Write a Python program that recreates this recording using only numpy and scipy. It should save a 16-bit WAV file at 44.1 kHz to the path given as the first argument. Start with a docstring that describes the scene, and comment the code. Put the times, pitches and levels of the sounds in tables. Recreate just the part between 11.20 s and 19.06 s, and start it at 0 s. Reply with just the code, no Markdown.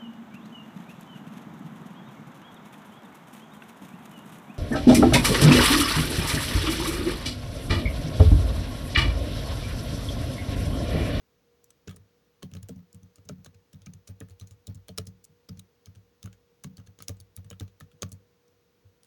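"""Fingers type an uneven run on a flat computer keyboard, the microphone on the same desk.
Each key gives short plastic clicks as it is touched, bottoms out and springs back: noise bursts
filtered by keycap resonances. Each push thuds into case and desk, a sum of damped sines, and
buzzes loose keys, noise on the swing of the desk. A fan hums faintly as wavering sines over the
shaped-noise hiss of a quiet room; sparse taps give the clicks a short room tail."""
import sys
import numpy as np
from scipy import signal
from scipy.fft import rfft, irfft
from scipy.io import wavfile
from scipy.ndimage import uniform_filter1d

SR = 44100
rng = np.random.default_rng(int(sys.argv[2]) if len(sys.argv) > 2 else 0)


def transcribe(signal):
    """Save signal, clipped to [-1, 1], as a 16-bit WAV file at the path in sys.argv[1]."""
    frames = np.atleast_2d(signal).T
    limited = np.clip(frames, -1, 1)
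    pcm = np.round(limited * 32767).astype(np.int16)
    wavfile.write(sys.argv[1], SR, pcm)


def undo_db(level):
    """Turn decibels back into plain size, where 20 dB means ten times bigger."""
    steps = np.asarray(level, float) / 20
    return 10 ** steps


N = 346626

# Tones of the fan. Each row: frequency in Hz, rms level in dB before waver.
FAN_TONES = [(479, -75), (430, -87)]
# Spectrum of the steady hiss. Each row: frequency in Hz, relative density in dB per Hz.
HISS_SPECTRUM = [(25, -31), (55, -14), (140, -13), (370, -19), (480, -16), (600, -24.5), (1000, -26.5),
                 (3000, -31.5), (6500, -34), (7600, -41.5), (13500, -43.5), (14600, -40.5), (16900, -26),
                 (17200, -70)]
# Key clicks. Each row: start in seconds, relative level in dB, body against middle in dB,
# own ring of this keycap in Hz, length scale of the blow in ms.
CLICKS = [(0.4432, -58, -47, 7400, 0.53), (0.504, -56, -1.5, 7940, 5.6), (0.674, -50, 1, 5850, 8.7),
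          (0.6814, -45.5, 14, 2620, 2.2), (0.6938, -51, 3.5, 3480, 0.5), (0.7092, -52.5, 11, 3340, 6),
          (0.7192, -61.5, 5, 3320, 24), (.743, -70, -8, 7000, 2), (0.761, -55.5, -20, 8300, 5.4),
          (0.766, -58.5, 0, 8950, 5.5), (1.224, -52, 3.5, 4100, 1.3), (1.2287, -44, 0.5, 3100, 2.4),
          (1.3147, -61.5, -4, 2660, 2.8), (1.3371, -51.5, 0.5, 6400, 1.7), (1.3508, -52, 7, 1280, 2.8),
          (1.3674, -53, 8, 4030, 3.9), (1.4286, -52, -8, 5370, 4.2), (1.4868, -51, -2, 7850, 1.3),
          (1.4918, -52.5, -8, 7300, 3.3), (1.56, -67.5, 1, 5740, 3), (1.7288, -57.5, -34, 7150, 2.8),
          (1.746, -58.5, -7, 7000, 2.5), (1.8312, -64, 1, 6300, 3.1), (1.9584, -57.5, -5.5, 5900, 1.03),
          (1.983, -65.5, 6, 6950, 2.4), (2.051, -66.5, -25, 6260, 11), (2.089, -44, -8, 6600, 3),
          (2.0941, -46, 11.5, 6500, 3), (2.2467, -51.5, -5, 6250, 0.8), (2.2597, -48.5, 8.5, 4030, 7.2),
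          (2.3437, -65, -3, 2450, 7.5), (2.5298, -57.5, -2, 5500, 7.6), (2.544, -66, -6, 3470, 2.8),
          (2.6191, -61, -5, 3470, 0.72), (2.6602, -51, -3, 6500, 6.2), (2.667, -53, 1, 2330, 5.2),
          (2.7354, -53.5, -1, 6300, 4.4), (2.8733, -49.5, -8.5, 5800, 10.3), (2.888, -59, 0, 6500, 3),
          (2.8962, -62, 8, 4610, 6.5), (3.0035, -49, -12, 10400, 2.9), (3.0106, -47, 22, 1770, 1.34),
          (3.086, -64.5, 4, 9100, 2.3), (3.0979, -62, -4, 4330, 1.4), (3.1075, -62, 0, 4300, .9),
          (3.1986, -52.5, -13, 4100, 0.66), (3.212, -52, 1, 4000, 0.91), (3.273, -57.5, -6, 6540, 0.24),
          (3.31, -57, -6, 6800, 0.33), (3.4694, -46, -22, 3800, 4.5), (3.477, -56, -14, 3500, 3.8),
          (3.5463, -58.5, -24, 7100, 3.1), (3.5532, -60, -10, 7200, 5), (3.6831, -49, -1, 3270, 2.8),
          (3.69, -49.5, -8, 3120, 1.8), (3.7771, -37.5, -6, 5200, 4), (3.7832, -31.5, -4, 5600, 2.5),
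          (3.798, -55, 5, 3000, 3), (3.854, -69, -17, 8250, 4.1), (3.867, -53, -24, 5970, 9.8),
          (3.8714, -48.5, -11, 5200, 0.83), (4.0407, -53, -32, 7360, 7.9), (4.0493, -54.5, -10, 7950, 3.6),
          (4.2882, -48.5, -6, 5000, 8.7), (4.373, -62, -9, 6050, 0.98), (4.3933, -48, -14, 3700, 5.6),
          (4.6585, -53, -17, 5100, 1.7), (4.6648, -61, 5, 2260, 11), (4.7505, -64.5, 3, 5630, 2),
          (4.7568, -64, 5, 7450, 2.3), (5.029, -48.5, -17, 3570, 2.7), (5.04, -56.5, 0, 6400, 5.4),
          (5.0584, -51, 5, 3120, 2), (5.0738, -54.5, 20, 3040, 3.1), (5.129, -59, 2, 6600, 2),
          (5.4374, -47.5, -4.5, 6230, 4.6), (5.4428, -45.5, 0.5, 6500, 3.3),
          (5.5696, -53.5, -17, 4500, 4.8), (5.5807, -58, 5, 6300, 0.83), (5.599, -62, 10, 3100, 2.8),
          (5.662, -63, -14, 4230, 18), (5.6717, -59.5, 2, 3070, 3.1), (5.7888, -53.5, -1, 6460, 1.5),
          (5.804, -51, 0, 1260, 1.1), (5.809, -65, -9, 5400, 3), (5.8233, -44, -4.5, 6600, 1.8),
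          (5.8827, -34.5, -9, 5800, 2.4), (5.8928, -44, -1.5, 6520, 2), (5.969, -68.5, -7, 8000, 1.7),
          (6.001, -52.5, -18, 4530, 4.1), (6.0101, -60, -27, 3580, 2), (6.1655, -44.5, -47, 10800, 0.78),
          (6.173, -57.5, -1, 1630, 6.4), (6.2447, -62.5, 0, 8700, 4.9), (6.302, -47, -16, 6650, 2.9),
          (6.3107, -48, 10, 2940, 3.5), (6.3294, -53.5, 12, 3160, 1.3), (6.398, -45, -13, 3800, 4.1),
          (6.4076, -47.5, 6, 1580, 3.8), (6.479, -63.5, 3, 3970, 2.2), (6.6013, -55.5, -6, 11300, 3.2),
          (6.6079, -48, 5.5, 1180, 2.5), (6.716, -64.5, 2, 3250, 1.5), (6.821, -34, -12, 6500, 3.2),
          (6.8291, -34.5, 4, 6270, 4.8), (6.892, -64, -19, 7200, 1), (6.918, -49, -15, 7660, 3.9),
          (6.9269, -51, -11, 6900, 1.1), (7.279, -71, -6, 5780, 5.4), (7.8329, -61, -13.5, 9700, 1.8),
          (7.846, -65, 7, 8940, 1.8)]
# Centres of the body, middle and edge of a click, in Hz.
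CLICK_BANDS_HZ = 1500, 5000, 10000
# Resonances shared by all keys. Each row: centre in Hz, width in Hz, relative level in dB.
KEYCAP_MODES = [(1248, 87, 11.5), (1595, 120, 5), (2300, 73, -6), (3100, 83, -14.5), (3990, 93, -4),
                (5470, 107, -6), (6500, 500, 1), (7310, 280, -11.5), (8440, 720, -17), (9950, 610, -2.5),
                (17300, 1100, -21)]
# Overall colour of a click, resonances included. Each row: frequency in Hz, gain in dB.
RATTLE_COLOUR = [(500, 7), (900, -9.5), (3000, 6), (7000, -1), (12000, -4), (13500, -11), (14500, -6),
                 (17000, 5.5), (18300, -32), (19200, -42)]
# Decay of the room. Each row: frequency in Hz, t60 in seconds.
ROOM_DECAY = [(700, 0.47), (3000, 0.12), (7000, 0.04), (9000, 0.027), (16000, 0.031)]
# Pushes into case and desk. Each row: start in seconds, boom in dB, thud in dB, knock in dB.
PUSHES = [(0.675, -47, -33.5, -45.5), (0.752, -60, -49.5, -56), (0.787, -56.5, -57, -63),
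          (1.233, -54, -34, -39.5), (1.318, -48, -42, -57.5), (1.351, -48.5, -35.5, -50),
          (1.42, -47.5, -49.5, -70), (1.497, -51.5, -31.5, -42), (1.555, -51, -38, -68),
          (1.6, -71, -50, -63), (1.742, -52, -42, -74), (1.824, -55, -49.5, -83), (1.98, -60.5, -56, -59),
          (2.053, -56, -52, -68), (2.102, -54, -33, -37.5), (2.178, -52.5, -46, -67),
          (2.262, -53.5, -47.5, -68), (2.343, -58.5, -60.5, -74), (2.537, -50.5, -44.5, -63),
          (2.609, -58.5, -65, -68), (2.668, -52.5, -33.5, -69), (2.736, -53, -50.5, -75),
          (2.889, -46, -41, -54), (3.011, -48.5, -38.5, -42), (3.103, -47.5, -68, -62),
          (3.209, -48, -43, -64), (3.305, -54, -55, -70), (3.351, -65, -73, -65),
          (3.478, -41.5, -35.5, -51), (3.544, -47, -40.5, -68), (3.693, -48, -34, -41),
          (3.783, -43.5, -32, -33), (3.866, -49, -43, -52), (3.942, -65, -58, -81), (4.091, -68, -59, -83),
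          (4.296, -46, -32.5, -51.5), (4.369, -52.5, -42.5, -74), (4.671, -48.5, -44.5, -59),
          (4.758, -55.5, -52.5, -80), (5.038, -43.5, -38, -69), (5.446, -51.5, -31.5, -47),
          (5.504, -65, -44, -74), (5.578, -48.5, -41, -57), (5.673, -51, -52, -77), (5.8, -55, -50, -61),
          (5.891, -40, -38, -38), (5.998, -50, -58, -62), (6.172, -45, -40.5, -74),
          (6.245, -54.5, -48, -73), (6.309, -47, -42.5, -47.5), (6.407, -39, -35.5, -42),
          (6.612, -51.5, -43, -57), (6.731, -63, -62, -87), (6.827, -42.5, -32.5, -39.5),
          (6.918, -49.5, -43.5, -55.5), (7.645, -59, -88, -86)]
# Modes of case and desk: boom below 130 Hz, knock above 260 Hz, thud between.
# Each row: frequency in Hz, relative level in dB, t60 in seconds, rise time constant in ms.
DESK_MODES = [(58.4, -9, 0.49, 12), (91.76, 5.5, 0.21, 24), (97.87, 13, 0.22, 5.6), (151.5, 3, 0.13, 3.9),
              (181.95, -1, 0.22, 4.5), (250.2, -2, 0.11, 11.7), (291, 1.5, 0.056, 0.99),
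              (353, -3, 0.049, 1.2), (438.3, 1, 0.091, 1.1), (582, -1, 0.054, 2), (667, -10, 0.072, 0.75)]
# Colour of loose keys shaken by a push. Each row: frequency in Hz, gain in dB.
CHATTER_COLOUR = [(600, 10.5), (1200, 3.5), (3200, -3), (4500, -2), (6500, -6.5), (8500, -34), (13500, -30),
                  (16500, 13.5), (17300, -60)]


def evened(x):
    """Scales to rms 1."""
    return x / np.sqrt(np.mean(x ** 2) + 1e-20)


def read(points, hz):
    """Reads a spectrum on a log-frequency axis."""
    f, value = np.transpose(points)
    return np.interp(np.log(hz + 1), np.log(f + 1), value)


def add(mix, start_s, sound):
    """Mixes a sound in at start_s, cut at the end of the mix."""
    part = mix[round(start_s * SR):][:len(sound)]
    part += sound[:len(part)]


def background(hiss_db=-69.5, waver_db=3.0, waver_hz=2.47):
    """Steady hiss of room and microphone, and fan tones that waver in level and pitch."""
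    hz = np.fft.rfftfreq(N, 1 / SR)
    hiss = irfft(rfft(rng.standard_normal(N)) * undo_db(read(HISS_SPECTRUM, hz)), N)
    out = undo_db(hiss_db) * evened(hiss)

    def slow_noise():
        """Random drift of rms 1, mostly below 6 Hz."""
        return evened(irfft(rfft(rng.standard_normal(N)) / (1 + (hz / 6) ** 2), N))

    for tone_hz, tone_db in FAN_TONES:
        level_drift, pitch_drift = slow_noise(), slow_noise()
        phase = 2 * np.pi * np.cumsum(tone_hz + waver_hz * pitch_drift) / SR
        out += undo_db(tone_db + waver_db * level_drift) * np.sqrt(2) * np.sin(phase)
    return out


def clicks(own_db=13, own_q=14, shared_db=9, detune=0.059, cap_scatter_db=3.0,
           tail_db=-20, tail_ms=13, lead_db=-27, lead_ms=3,
           edge_db=2, edge_db_per_octave=2, edge_scatter_db=4, scrape_top_hz=9100):
    """A short rattle of plastic on plastic rings the keycap; every click is tuned a little apart."""
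    size, early = 4096, 1024  # samples per click, samples ahead of its start
    ms = (np.arange(size) - early) * 1000 / SR
    hz = np.fft.rfftfreq(size, 1 / SR)
    out = np.zeros(N)
    noises = rng.standard_normal((len(CLICKS), size))
    cap_luck = rng.standard_normal((len(CLICKS), len(KEYCAP_MODES), 2))
    edge_luck = rng.standard_normal(len(CLICKS))
    for row, noise, luck, edge_chance in zip(CLICKS, noises, cap_luck, edge_luck):
        start_s, level_db, body_db, ring_hz, length_ms = row
        late = ms / max(length_ms, .3) - .3
        blow = np.exp(-(late / np.where(late < 0, .25, .6)) ** 2)  # rises faster than it falls

        # the key scrapes its guide just before the blow and chatters after it, the heavy ones most
        lead = undo_db(lead_db) * np.exp(ms / lead_ms)
        tail = undo_db(tail_db + 0.34 * body_db) * np.exp(-ms / tail_ms)
        faint = undo_db(-.3 * (level_db + 38.5))  # hard blows stand out further from their scrape
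        scrape = faint * np.where(ms < 0, lead, tail)

        ring = undo_db(own_db) / (1 + 2j * own_q * (hz / ring_hz - 1))
        for (mode_hz, width_hz, mode_db), (pitch_chance, level_chance) in zip(KEYCAP_MODES, luck):
            tuned_hz = mode_hz * (1 + detune * pitch_chance)
            gain = undo_db(shared_db + mode_db + cap_scatter_db * level_chance)
            ring = ring + gain / (1 + 2j * (hz - tuned_hz) / width_hz)

        # a cap that rings higher clicks brighter
        octaves = np.log2(ring_hz / CLICK_BANDS_HZ[1])
        bright_db = edge_db + edge_db_per_octave * octaves + edge_scatter_db * edge_chance
        bands = list(zip(CLICK_BANDS_HZ, (body_db, 0, bright_db)))
        colour = undo_db(read(bands, hz) + read(RATTLE_COLOUR, hz))

        blow_part = rfft(noise * blow) * (1 + ring)
        # the scrape is duller than the blow, and rings the cap less against its direct sound
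        scrape_part = rfft(noise * scrape) * (undo_db(8) + 1.14 * ring) / (1 + 1j * hz / scrape_top_hz)
        click = irfft(colour * (blow_part + scrape_part))
        add(out, start_s - early / SR, undo_db(level_db - 10) * evened(click))
    return out


def room(x):
    """Sparse taps of random sign, each band dying at its own speed."""
    taps = np.zeros(SR // 4)
    slots = np.arange(120, SR // 4 - 20, 20)  # samples
    taps[slots + rng.integers(0, 20, len(slots))] = rng.choice([-1., 1.], len(slots))
    hz, t, z = signal.stft(taps, SR, nperseg=128)
    decay = undo_db(-60 * t / read(ROOM_DECAY, hz)[:, None])
    tail = signal.istft(z * decay, SR, nperseg=128)[1]
    return signal.fftconvolve(x, tail / np.linalg.norm(tail))[:N]


def thuds(low_detune=0.013, knock_detune=0.052, low_scatter_db=2.5, knock_scatter_db=3.0,
          damped_s=0.35, lean_db_per_db=-0.27, even_thud_db=-45):
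    """Each push knocks the case and swings the desk; modes build up, and the feet damp them out."""
    t = np.arange(SR // 2) / SR
    out = np.zeros(N)
    chance = rng.standard_normal((len(PUSHES), len(DESK_MODES), 2))
    fade = np.exp(-(t / damped_s) ** 4)
    for (start_s, boom_db, thud_db, knock_db), luck in zip(PUSHES, chance):
        # the case knocks with the click nearest to 2 ms before the desk swings
        nearest_s = min((row[0] for row in CLICKS), key=lambda s: abs(s - start_s + .002))
        knock_s = nearest_s - .0012
        for (hz, mode_db, t60_s, rise_ms), (pitch_chance, level_chance) in zip(DESK_MODES, luck):
            if hz > 260:
                at_s, drive_db = knock_s, knock_db
                detune, scatter_db = knock_detune, knock_scatter_db
            else:
                at_s, drive_db = start_s, boom_db if hz < 130 else thud_db
                detune, scatter_db = low_detune, low_scatter_db
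            if 130 < hz < 165:  # soft pushes favour the lower thud mode
                drive_db += lean_db_per_db * (thud_db - even_thud_db)
            build_up = (1 - np.exp(-1000 * t / rise_ms)) ** 2
            decay = undo_db(drive_db + mode_db + scatter_db * level_chance - 60 * t / t60_s)
            tone = np.sin(2 * np.pi * hz * (1 + detune * pitch_chance) * t)
            add(out, at_s, fade * build_up * decay * tone)
    return out


def chatter(desk, level_db=-24, lumpy_db=3, smooth_ms=6):
    """Neighbouring keys buzz in their guides while the case shakes: lumpy noise on its swing."""
    shake = np.sqrt(abs(uniform_filter1d(desk ** 2, int(smooth_ms * SR / 1000))))
    lumps = evened(uniform_filter1d(rng.standard_normal(N), size=120))
    noise = rng.standard_normal(N) * shake * undo_db(lumpy_db * lumps)
    colour = undo_db(read(CHATTER_COLOUR, np.fft.rfftfreq(N, 1 / SR)))
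    buzz = irfft(rfft(noise) * colour, N)
    return undo_db(level_db) * evened(buzz) * np.sqrt(np.mean(desk ** 2))  # level against the desk


def scene():
    """Clicks with their room tail, thuds, chatter and background."""
    keys, desk = clicks(), thuds()
    mix = keys + undo_db(-28) * room(keys) + desk + chatter(desk) + background()
    return mix[None]


def top_cut(x):
    """Nothing passes above the cut-off."""
    return signal.sosfilt(signal.butter(12, 19230, fs=SR, output="sos"), x)


def record(dry):
    """The microphone drops the deepest bass, below 46 Hz."""
    low_cut = signal.butter(2, 46, "high", fs=SR, output="sos")
    mix = signal.sosfilt(low_cut, dry)
    return top_cut(mix)


dry = scene()
out = record(dry)
transcribe(out)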